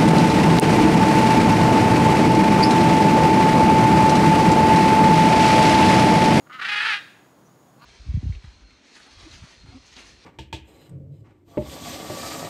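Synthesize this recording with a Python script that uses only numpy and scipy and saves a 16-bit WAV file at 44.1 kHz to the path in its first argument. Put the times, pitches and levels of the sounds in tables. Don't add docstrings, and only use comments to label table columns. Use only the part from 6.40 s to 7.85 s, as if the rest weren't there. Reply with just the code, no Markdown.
import sys
import numpy as np
from scipy import signal
from scipy.fft import rfft, irfft, next_fast_len
from scipy.io import wavfile
from scipy.ndimage import uniform_filter1d, map_coordinates

SR = 44100
rng = np.random.default_rng(int(sys.argv[2]) if len(sys.argv) > 2 else 0)


def persist_wave(psi):
    counts = np.round(np.clip(psi, -1, 1) * 32767).astype(np.int16)
    wavfile.write(sys.argv[1], SR, np.atleast_2d(counts).T)


N = 63945
T = np.arange(N) / SR


def amp(db):
    return 10 ** (np.asarray(db) / 20)


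def unit(x):
    return x / np.sqrt(np.mean(x ** 2) + 1e-20)


def along(points, hz):
    freqs, values = np.transpose(points)
    return np.interp(np.log(hz + 1), np.log(freqs + 1), values)


def curves(rows):
    times, *columns = np.transpose(rows)
    return [np.interp(T, times, column) for column in columns]


def wobble(rate):
    return map_coordinates(rng.standard_normal(N), [T * rate], mode="mirror")


def coloured(x, points):
    size = 2 * next_fast_len(N)
    cepstrum = irfft(np.log(amp(along(points, np.fft.rfftfreq(size, 1 / SR)))))
    cepstrum[1:size // 2] *= 2
    cepstrum[size // 2 + 1:] = 0
    return irfft(rfft(x, size) * np.exp(rfft(cepstrum)))[:N]


def narrow(hz, width_hz):
    band = np.exp(-.5 * ((np.fft.rfftfreq(N, 1 / SR) - hz) / width_hz) ** 2)
    return unit(irfft(rfft(rng.standard_normal(N)) * band, N))


def rumble():
    # frequency in Hz, relative level in dB.
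    tone = [(15, -93), (25, -41.5), (59, -14), (91, -11), (129, 1.5), (260, -3.5), (289, -1), (445, -8),
            (482, -6.5), (1110, -10.5), (2420, -25), (4870, -27), (6730, -29.5), (8580, -30.5),
            (15500, -31.5)]
    return amp(-55 + 0.2 * wobble(6.9)) * unit(coloured(rng.standard_normal(N), tone))


def insects():
    return amp(-72 + 1.4 * wobble(10.5)) * narrow(hz=6750, width_hz=240)


def pulses(phase, jitter=.01, scatter_db=1.8):
    cycle = np.arange(1, int(phase[-1]))
    chance = rng.standard_normal((N // 20, 2))[:len(cycle)]
    at = np.interp(cycle + jitter * chance[:, 0], phase, np.arange(N))
    size = amp(scatter_db * chance[:, 1] + .8 * (-1) ** cycle)
    taps = at.astype(int)[:, None] + np.arange(-7, 9)
    offset = taps - at[:, None]
    click = np.sinc(offset) * np.sinc(offset / 8)
    train = np.bincount(np.clip(taps, 0, N - 1).ravel(), (size[:, None] * click).ravel(), N)
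    return unit(train - train.mean())


def voice(pitch, rough, clear_tone, rasp_tone):
    waver_rate, second_hz = 150, 481.7
    phase = np.cumsum(pitch * (1 + .01 * wobble(waver_rate))) / SR
    clear = unit(coloured(pulses(phase), clear_tone))
    puffs = unit(rng.standard_normal(N) * np.exp(0.85 * np.cos(2 * np.pi * phase)))
    second = pulses(np.cumsum(second_hz * (1 + 0.01792 * wobble(waver_rate))) / SR)
    ragged = pulses(phase, jitter=0.2224, scatter_db=-5)
    rasp = unit(coloured(ragged + amp(1.5) * puffs + amp(-4) * second, rasp_tone))
    return np.sqrt(1 - rough) * clear + np.sqrt(rough) * rasp


def creaks():
    # time in seconds, pulses per second, level in dB, treble boost or cut in dB.
    moves = [
        [(.066, 232.5, -61, -13), (.072, 238.9, -45, -10), (.088, 238.7, -79, -10), (.097, 246.1, -45, -9),
         (.121, 240.7, -38, -15), (.128, 254, -44.5, 5), (.16, 257.2, -38.5, -4), (.184, 250.2, -45, -5),
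         (.2, 234.1, -27, -7), (.208, 247.4, -40.5, 0), (.228, 235, -30.5, -8), (.26, 229.6, -44.5, -8)],
        [(1.375, 215, -76, -2), (1.41, 223, -50.5, -9), (1.43, 241.7, -49, -5), (1.45, 235, -45, -5)],
    ]
    # frequency in Hz, relative level in dB.
    beak_tones = [
        [(300, -25.5), (900, -29), (1080, -11), (1270, 0.5), (1450, -4), (1700, -8.5), (2080, -5.5),
         (2450, -16), (2950, -8.5), (3400, -19.5), (3900, -18), (4500, -22.5), (5100, -25.5), (5700, -32),
         (14000, -52)],
        [(300, -30), (850, -13), (1200, 0), (1330, -10.5), (1460, -4), (1900, -18.5), (2700, -9), (3500, -21),
         (4300, -9), (5400, -23.5), (7000, -32), (14000, -37)],
    ]
    treble_hz = 1700
    low_pass = signal.butter(4, treble_hz, fs=SR, output="sos")
    sound = np.zeros(N)
    for rows, beak in zip(moves, beak_tones):
        pitch, level_db, treble_db = curves(rows)
        creak = voice(pitch, rough=.18, clear_tone=beak, rasp_tone=beak)
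        low = signal.sosfiltfilt(low_pass, creak)
        sounding = (T >= rows[0][0]) & (T <= rows[-1][0])
        soft_gate = uniform_filter1d(1. * sounding, size=200)
        sound += soft_gate * amp(level_db) * (low + amp(treble_db) * (creak - low))
    return sound


def squawk():
    # start in seconds, hold in seconds, relative level in dB.
    surges = [(.213, .019, -27), (0.243, 0.028, -25), (0.282, 0.022, -22.5), (0.312, 0.034, -22),
              (0.355, 0.043, -21.5), (0.4, 0.055, -21.5), (0.447, 0.041, -20.5), (0.493, 0.052, -20),
              (0.554, 0.018, -28)]
    # time in seconds, pitch in Hz.
    tune = [(.21, 376), (.232, 386), (.25, 379), (.27, 388), (.288, 411), (.325, 418), (.35, 411),
            (.378, 417), (.41, 418), (.435, 438), (.46, 446), (.488, 456), (.506, 429), (.535, 405),
            (.549, 417), (.57, 402)]
    # time in seconds, rough share from 0 to 1.
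    hoarseness = [(.225, .6), (.255, .42), (.29, .42), (.33, .22), (.352, .42), (.378, .22), (.4, .66),
                  (.44, .74), (.485, .64), (.506, .2), (.56, .18)]
    # frequency in Hz, relative level in dB.
    throat_tone = [(40, -80), (200, -55), (440, -36), (620, -30), (830, -13), (1020, -15), (1230, -9),
                   (1660, -.5), (2080, -3.5), (2490, -.5), (2900, -5), (3320, -7), (3750, -17), (4150, -19),
                   (4600, -15), (5500, -30), (7000, -43), (15500, -65)]
    rasp_tone = [(40, -79), (200, -35), (450, -26.5), (650, -26), (850, -12), (1020, -16), (1220, -5),
                 (1440, 1), (1570, -3), (1800, 3), (2100, -7.5), (2600, -5), (3400, -13), (4000, -11.5),
                 (4900, -24.5), (5900, -31.5), (15500, -68)]
    hiss_tone = [(40, -86), (1500, -38), (3000, -6.5), (3600, 1.5), (4900, -4), (5900, -13), (7300, -18.5),
                 (9000, -19), (12000, -31.5), (15500, -45)]
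    attack_s, release_s, sag_db_per_s = 0.0052, .017, 41.5
    effort = np.zeros(N)
    for start, hold, db in surges:
        age = np.maximum(T - start, 0)
        rise = np.minimum(age / attack_s, 1)
        fall = np.exp(-np.maximum(age - hold, 0) / release_s)
        effort = np.maximum(effort, amp(db - sag_db_per_s * age) * rise * fall)
    (pitch,), (rough,) = curves(tune), curves(hoarseness)
    hiss = amp(-15) * unit(coloured(rng.standard_normal(N), hiss_tone))
    return amp(-1) * effort * (voice(pitch, rough, throat_tone, rasp_tone) + hiss)


def near_echoes(x):
    # delay in seconds, strength from 0 to 1.
    echoes = [(.0009, .4), (.0031, .3), (.0067, .16)]
    size = 2 * next_fast_len(N)
    spectrum = rfft(x, size)
    for delay, strength in echoes:
        late = np.exp(-2j * np.pi * np.fft.rfftfreq(size, 1 / SR) * delay)
        spectrum = spectrum * (late - strength) / (1 - strength * late) / late
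    return irfft(spectrum, size)[:N]


def garden(x):
    # frequency in Hz, seconds to fade by 60 dB.
    ring_times = [(500, 0.43), (1700, 0.64), (4500, 0.57), (10000, 1)]
    # frequency in Hz, relative level in dB.
    tone = [(400, -2), (1200, -2), (1750, 3), (2200, -2.5), (2500, 1), (3100, -2.5), (3450, 4), (4200, 1.5),
            (10000, 3.5)]
    hz, t, noise = signal.stft(rng.standard_normal(SR), SR, nperseg=256)
    fade = amp(-60 * t / along(ring_times, hz)[:, None])
    tail = signal.istft(noise * fade, SR, nperseg=256)[1][:SR]
    return x + amp(-12) * signal.fftconvolve(coloured(x, tone), tail / np.linalg.norm(tail))[:N]


def far_chirp():
    peak_s, width_s = 1.07, 0.01
    swell = np.exp(-.5 * ((T - peak_s) / width_s) ** 2)
    return amp(-64.5) * swell * narrow(hz=6000, width_hz=220)


def scene():
    emu = squawk() + creaks()
    return (garden(near_echoes(emu)) + rumble() + insects() + far_chirp())[None]


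def record(dry):
    top_hz = 15750
    size = 2 * next_fast_len(N)
    kept = np.fft.rfftfreq(size, 1 / SR) < top_hz
    return irfft(rfft(dry, size) * kept, size)[:, :N]


dry = scene()
out = record(dry)
persist_wave(out)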